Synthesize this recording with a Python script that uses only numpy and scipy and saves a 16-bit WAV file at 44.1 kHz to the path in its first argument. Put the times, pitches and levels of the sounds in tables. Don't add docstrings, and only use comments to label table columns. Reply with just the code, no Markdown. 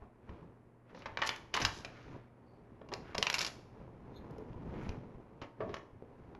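import sys
import numpy as np
from scipy import signal
from scipy.fft import rfft, irfft, next_fast_len
from scipy.io import wavfile

SR = 44100
rng = np.random.default_rng(int(sys.argv[2]) if len(sys.argv) > 2 else 0)


def wrap_up_sound(samples):
    columns = np.atleast_2d(samples).T
    tamed = np.clip(columns, -1, 1)
    steps = np.round(tamed * 32767).astype(np.int16)
    wavfile.write(sys.argv[1], SR, steps)


N = 281975
TIME = np.arange(N) / SR
REGISTERS_HZ = [380, 1050, 2400, 4900, 10000]


def amp(db):
    return 10 ** (np.asarray(db) / 20)


def unit_rms(x):
    return x / np.sqrt(np.mean(x ** 2) + 1e-20)


def curve(points, hz, column=1):
    table = np.transpose(points)
    return np.interp(np.log(hz + 1), np.log(table[0] + 1), table[column])


def add(mix, start_s, sound):
    part = mix[max(round(start_s * SR), 0):][:len(sound)]
    part += sound[:len(part)]


def coloured(x, spectrum):
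    size = next_fast_len(len(x))
    gain = amp(curve(spectrum, np.fft.rfftfreq(size, 1 / SR)))
    return unit_rms(irfft(rfft(x, size) * gain, size)[:len(x)])


def minimum_phase(gain):
    phase = -signal.hilbert(np.log(np.r_[gain, gain[-2:0:-1]] + 1e-7)).imag
    return irfft(gain * np.exp(1j * phase[:len(gain)]))


def swells(strokes):
    return sum(amp(db) * np.exp(-(2 * (TIME - s) / length) ** 2) for s, length, db in strokes)


def slips(per_s, spread_db, size=N):
    strength = amp(spread_db * np.minimum(rng.exponential(1, size), 4))
    return unit_rms(strength * rng.standard_normal(size) * (rng.random(size) < per_s / SR))


def handling(rumble_db, rub_db, grit_db, lumps_db=1.5):
    # (time [s], effort [dB])
    grip = [(0, -65), (.22, -67), (.42, -56), (.6, -66), (.84, -72.5), (.92, -59.5), (1.48, -60.5),
            (1.75, -56), (2.05, -60), (2.32, -66.5), (2.55, -62), (2.8, -60), (3.1, -55.5), (3.6, -59.5),
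            (3.95, -58), (4.15, -53.5), (4.4, -52), (4.58, -53.5), (4.73, -47), (4.88, -49), (5.25, -59.5),
            (5.4, -60), (5.55, -73.5), (5.75, -59), (5.92, -63), (6.38, -56)]
    # (middle [s], length [s], effort [dB])
    brushes = [(.03, 0.085, -60.5), (.31, 0.15, -57.5), (2.14, 0.15, -51), (2.97, .08, -54.5),
               (3.81, 0.15, -55.5), (5.665, 0.16, -49.5)]
    # (middle [s], length [s], level [dB])
    grates = [(.04, 0.073, -85), (.33, 0.14, -68.5), (.905, 0.031, -68), (1.08, 0.29, -62.5),
              (1.98, 0.45, -61), (3.1, 0.15, -58.5), (4.84, 0.22, -58), (5.73, 0.065, -59.5)]
    # (frequency [Hz], relative level [dB])
    palm_tone = [(15, -15), (30, -8.5), (55, -4.5), (130, -2.5), (220, -5.5), (320, -11.5), (600, -55)]
    skin_tone = [(130, -23.5), (260, 0.5), (420, 2.5), (650, -6.5), (1000, -6.5), (1400, -21.5),
                 (3000, -43)]
    edge_tone = [(600, -27.5), (1250, 5), (2400, -1.5), (3500, -11), (6000, -22.5), (12000, -19.5)]
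    easy_db, rumble_growth, grit_growth = -57, 1.2, 0.95
    effort = np.hypot(amp(np.interp(TIME, *np.transpose(grip))), swells(brushes))
    firmness = effort / amp(easy_db)
    rumble_gain = amp(easy_db + rumble_db) * firmness ** rumble_growth
    grit_gain = np.hypot(amp(easy_db + grit_db) * firmness ** grit_growth, swells(grates))
    wobble = coloured(rng.standard_normal(N), [(2, -20.0), (6, 1.0), (16, -2.5), (40, -76.5)])
    lumps = unit_rms(amp(lumps_db * wobble))
    rumble = rumble_gain * lumps * coloured(rng.standard_normal(N), palm_tone)
    rub = amp(rub_db) * effort * coloured(slips(per_s=2000, spread_db=2.1), skin_tone)
    grit = grit_gain * coloured(slips(per_s=6000, spread_db=2.0), edge_tone)
    return rumble + rub + grit


def hit_colour(strength_db, dullness, weight_db, note_hz):
    pivot_hz, hump_db, hump_octaves = 2400, 7.5, 1.16
    hz = np.array(REGISTERS_HZ)
    tilt = dullness * (hz - pivot_hz) / 1000
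    hump = hump_db * np.exp(-(np.log2(hz / note_hz) / hump_octaves) ** 2)
    return strength_db - tilt + hump + weight_db * (hz == hz[0])


def strike(hits, modes, broadband_db, note_db, note_q, chatter_db, echo_s, echo_db, bass_db, size=8192):
    hz, t = np.fft.rfftfreq(size, 1 / SR), np.arange(size) / SR
    bands = [np.interp(np.log(hz + 1), np.log(REGISTERS_HZ), row) for row in np.eye(len(REGISTERS_HZ))]
    bass_shelf = amp(curve([(40, 2 * bass_db), (130, bass_db), (300, 0.006)], hz))
    attack = t < .0075
    out = np.zeros(N)
    for s, strength_db, dullness, weight_db, t60, note_hz in hits:
        ringing = list(modes) + [(note_hz, note_hz / note_q, note_db)]
        resonance = sum(amp(db) ** 2 / (1 + (2 * (hz - f) / width) ** 2) for f, width, db in ringing)
        body = np.sqrt(amp(broadband_db) ** 2 + resonance)
        chatter_fade = amp(-60 * t / t60) + .1 * amp(-60 * t / 0.12)
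        force = amp(chatter_db) * rng.standard_normal(size) * chatter_fade
        force[0] += 1
        force[round(SR * rng.uniform(.0004, .0009))] -= .55
        force[round(SR * echo_s * rng.uniform(.93, 1.07))] += amp(echo_db)
        ring = signal.fftconvolve(force, minimum_phase(body))[:size]
        power = abs(rfft(ring * attack)) ** 2
        attack_db = np.array([10 * np.log10(np.average(power, weights=band)) for band in bands])
        boosts_db = hit_colour(strength_db, dullness, weight_db, note_hz) - attack_db
        eq = amp(sum(band * db for band, db in zip(bands, boosts_db)))
        add(out, s, signal.fftconvolve(ring, minimum_phase(eq * bass_shelf)))
    return out


def desk_knocks():
    # (time [s], strength [dB], dullness [dB/kHz], weight [dB], chatter t60 [s], note [Hz])
    hits = [(0.021, -41.5, 9.1, -4, 0.11, 750), (2.8162, -31.5, 6, 2, 0.022, 594),
            (2.9185, -21.5, 3.6, 9.5, 0.094, 937), (2.927, -18.5, 2.5, 5, 0.02, 426),
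            (3.1472, -17.5, 1.9, 5.5, 0.025, 1720), (3.186, -17.5, 2.2, 12, 0.037, 610),
            (5.6052, -20, 7.2, 4, 0.14, 660), (5.693, -25.5, 4.8, 6, 0.064, 400)]
    # (frequency [Hz], width [Hz], level [dB])
    modes = [(419, 22, 3.7), (662, 34, 5.5), (950, 69, 0.5), (1136, 93, 7.2), (1720, 120, 3)]
    return strike(hits, modes, broadband_db=-5, note_db=11.5, note_q=10,
                  chatter_db=-15, echo_s=.002, echo_db=-3, bass_db=-6)


def desk_thumps():
    # (time [s], level [dB], pitch [Hz], t60 [s])
    pushes = [(0.021, -47, 60, 0.089), (0.294, -40, 70, 0.088), (1.124, -43.5, 112, 0.098),
              (1.626, -32.5, 143, 0.058), (1.643, -33, 97.5, 0.097), (1.659, -39.5, 58, 0.17),
              (3.189, -38, 166, 0.045), (4.385, -38.5, 435, 0.057), (4.56, -37, 90, 0.054),
              (4.692, -35, 131, 0.079), (4.8922, -25.5, 92, 0.035), (5.15, -46, 45.6, 0.18),
              (5.932, -44, 107, 0.038), (6.0236, -35, 445, 0.016)]
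    t, out = np.arange(SR // 3) / SR, np.zeros(N)
    for s, db, hz, t60 in pushes:
        add(out, s, -amp(db - 60 * t / t60) * np.sin(2 * np.pi * hz * t))
    return out


def plate_clacks():
    # (time [s], strength [dB], dullness [dB/kHz], weight [dB], chatter t60 [s], note [Hz])
    hits = [(0.2925, -26, 5, 1.5, 0.049, 460), (0.9475, -26.5, 2.5, 12, 0.058, 1000),
            (0.975, -30, 3.5, 10, 0.036, 1030), (1.021, -27, 2.5, 1.5, 0.035, 2400),
            (1.0582, -12, 3, -1.5, 0.048, 990), (1.1725, -7, 3.5, -7, 0.016, 2320),
            (1.189, -16, 3, -3, 0.11, 990), (1.2185, -5, 3.5, -9, 0.014, 2400),
            (1.2222, -1.5, 4, -14, 0.035, 1760), (1.2335, -8.5, 3, -18, 0.069, 2060),
            (1.25, -22, 0.0, 3, 0.032, 2400), (1.2912, -3.5, 1.7, -4.5, 0.023, 3500),
            (1.362, -23, -0.2, 3.5, 0.015, 1700), (1.5408, -4, 0.7, 0, 0.069, 2900),
            (1.5492, -6.5, 2, -8.5, 0.038, 1110), (1.5655, -7, 0.5, -3, 0.043, 1120),
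            (1.5742, -4, 4.5, -17.5, 0.023, 1110), (1.601, -14, -0.1, 14.5, 0.16, 1040),
            (1.616, -7, 1.2, -8, 0.17, 1810), (1.6502, 4.5, 1.87, -16, 0.028, 5300),
            (1.8478, -15, 0.9, 4, 0.035, 2420), (5.4165, -18.5, 2.5, 8.5, 0.13, 890),
            (5.7418, -11.5, 2, -5, 0.027, 1150), (5.767, -22.5, 3, -6, 0.02, 1810)]
    # (frequency [Hz], width [Hz], level [dB])
    modes = [(576, 36, 0), (894, 29, 4.5), (1123, 150, 1.5), (1298, 60, -7.5), (1810, 150, 0.5),
             (2060, 50, -5.5), (2960, 110, 2.5), (3970, 89.9, -13), (5100, 160, -2)]
    return strike(hits, modes, broadband_db=-0.5, note_db=5.5, note_q=20,
                  chatter_db=-13, echo_s=.0018, echo_db=0, bass_db=-1.5)


def plastic_scrapes(size=16384):
    # (middle [s], length [s], level [dB], centre [Hz], width [Hz])
    slides = [(0.987, 0.1, -67, 4500, 4060), (.992, 0.0053, -57, 9500, 7000),
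              (1.271, 0.028, -35, 7040, 11300), (1.316, 0.12, -46, 2260, 2200),
              (1.585, 0.11, -44, 2180, 4030), (1.624, 0.012, -34, 5660, 1695),
              (1.768, 0.14, -53, 6800, 10030), (1.999, 0.47, -73, 4420, 4940), (2.52, 0.2, -85, 4530, 600),
              (3.42, 0.057, -39.5, 4900, 9100), (3.476, 0.037, -46, 4440, 8000),
              (4.85, 0.14, -70, 9000, 8850), (5.434, 0.054, -58.5, 2500, 1680),
              (5.707, 0.065, -74, 3930, 4000), (5.777, 0.061, -71.5, 5660, 1810)]
    hz, t = np.fft.rfftfreq(size, 1 / SR), (np.arange(size) - size // 2) / SR
    out = np.zeros(N)
    for s, length, db, centre, width in slides:
        friction = slips(per_s=7000, spread_db=3.6, size=size)
        grain = unit_rms(irfft(rfft(friction) / (1 + (2 * (hz - centre) / width) ** 4)))
        swell = np.cos(np.pi * np.clip(t / length, -.5, .5))
        add(out, s + t[0], amp(db) * grain * swell)
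    return out


def piece_ticks():
    # (time [s], strength [dB], dullness [dB/kHz], weight [dB], chatter t60 [s], note [Hz])
    hits = [(2.8888, -26.5, 1.5, -3, 0.034, 1090), (2.9378, -10.5, 1.3, -13.5, 0.016, 4900),
            (3.1515, -8, 1.5, 0.5, 0.022, 580), (3.1812, -5.5, 0.7, 0.5, 0.019, 5100),
            (3.2271, 2, 1, -10, 0.021, 2950), (3.2687, 0, 2, -14.5, 0.026, 2700),
            (3.3004, -2.5, 0.5, -9, 0.021, 2450), (3.329, -11, 1.5, -3, 0.02, 5450),
            (3.3421, -1.5, 0.0, -15, 0.075, 2250), (3.3837, -6.5, 1.5, -5, 0.056, 4960),
            (3.3912, -9, -0.5, -12, 0.017, 5150), (3.4084, -8, 0.5, -11, 0.026, 2400),
            (3.4154, -6.5, 0.5, -13, 0.019, 5660), (3.4268, -14.5, -0.5, 3, 0.034, 1000),
            (3.448, -7.5, 0.8, -6, 0.034, 5100), (3.4655, -13.5, -0.5, -7, 0.027, 4500),
            (3.4745, -18, 0.3, 5.5, 0.011, 4910), (4.31, -44.5, -0.5, 6, 0.008, 11400),
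            (4.383, -35.5, 0.7, 7.5, 0.027, 11400), (4.5315, -31.5, 4, 1, 0.015, 602),
            (4.8921, -21.5, 0.6, 13.5, 0.01, 2400), (6.35, -27.5, 3.5, -0.5, 0.017, 828)]
    # (frequency [Hz], width [Hz], level [dB])
    modes = [(940, 150, 4.5), (1610, 90, -5), (2386, 56.2, -0.5), (2770, 110, 5), (4120, 120, -10),
             (4910, 330, 2), (5430, 140, -7)]
    return strike(hits, modes, broadband_db=0.5, note_db=6.5, note_q=14,
                  chatter_db=-19, echo_s=.0019, echo_db=-7, bass_db=0.5)


def piece_squeak(middle_s=4.172, length_s=0.094, level_db=-60.5, sharpness=3.2):
    # (frequency [Hz], width [Hz], level [dB])
    modes = [(3650, 340, 2), (4140, 170, 1.5), (6550, 236, -6.5), (11700, 350, -2)]
    hz = np.fft.rfftfreq(N, 1 / SR)
    body = sum(amp(db) / (1 + (2 * (hz - f) / width) ** 2) for f, width, db in modes)
    ring = unit_rms(irfft(rfft(slips(per_s=3000, spread_db=2.0)) * body, N))
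    twist = np.exp(-2 * sharpness * abs(TIME - middle_s) / length_s)
    return amp(level_db) * twist * ring


def room_reverb(x, wet_db, build_s, tail_db=-17, tail_t60=0.78):
    # (frequency [Hz], early t60 [s], level [dB])
    decay = [(99, 0.18, -4.5), (400, .5, -0.5), (1000, 0.32, 0.5), (2500, 0.24, -5), (5300, 0.39, -11),
             (10980, 0.23, -3.5)]
    t = np.arange(SR) / SR
    build_up = np.clip((t - .003) / build_s, 0, 1)
    reflections = rng.choice([-1., 1.], SR) * (rng.random(SR) < .15) * build_up
    hz, when, bands = signal.stft(unit_rms(reflections), SR, nperseg=256)
    fade = amp(-60 * when / curve(decay, hz)[:, None]) + amp(tail_db - 60 * when / tail_t60)
    energy = SR * np.mean(fade ** 2, axis=1, keepdims=True)
    fade *= amp(curve(decay, hz, column=2))[:, None] / np.sqrt(energy)
    response = signal.istft(bands * fade, SR, nperseg=256)[1]
    return amp(wet_db) * signal.fftconvolve(x, response)[:N]


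def scene():
    clacks, ticks, knocks = plate_clacks(), piece_ticks(), desk_knocks()
    desk = clacks + amp(2.5) * knocks + desk_thumps() + plastic_scrapes()
    piece = amp(-0.4) * ticks + piece_squeak()
    reverb = room_reverb(desk + amp(-1.5) * piece, wet_db=-1.0, build_s=0.0038)
    hands = handling(rumble_db=-0.5, rub_db=-1.5, grit_db=-16.5)
    return (desk + piece + reverb + hands)[None]


def record(dry, noise_db=-67.5, cutoff_hz=12050, size=2048):
    # (frequency [Hz], gain [dB])
    microphone = [(20, 1.5), (5800, -1), (7000, -6), (7700, -14), (8300, -25), (9300, -22), (10300, -13.5),
                  (11800, -14)]
    # (frequency [Hz], relative level [dB])
    room_tone = [(20, -9.5), (40, -8.5), (80, -9), (160, -9), (250, -9), (430, -8.5), (800, -14),
                 (1500, -21.5), (2200, -27), (3400, -44.5), (6000, -46.5), (12000, -45)]
    # (frequency [Hz], level [dB])
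    hum_partials = [(120, -66), (240, -72.5)]
    colour = minimum_phase(amp(curve(microphone, np.fft.rfftfreq(size, 1 / SR))))
    heard = signal.fftconvolve(dry, colour[None])[:, :N]
    noise = amp(noise_db) * coloured(rng.standard_normal(N), room_tone)
    hum = sum(amp(db) * np.sqrt(2) * np.sin(2 * np.pi * hz * TIME) for hz, db in hum_partials)
    low_pass = signal.firwin(141, cutoff_hz, window=("kaiser", 8), fs=SR)
    return signal.oaconvolve(heard + noise + hum, low_pass[None], "same")


dry = scene()
out = record(dry)
wrap_up_sound(out)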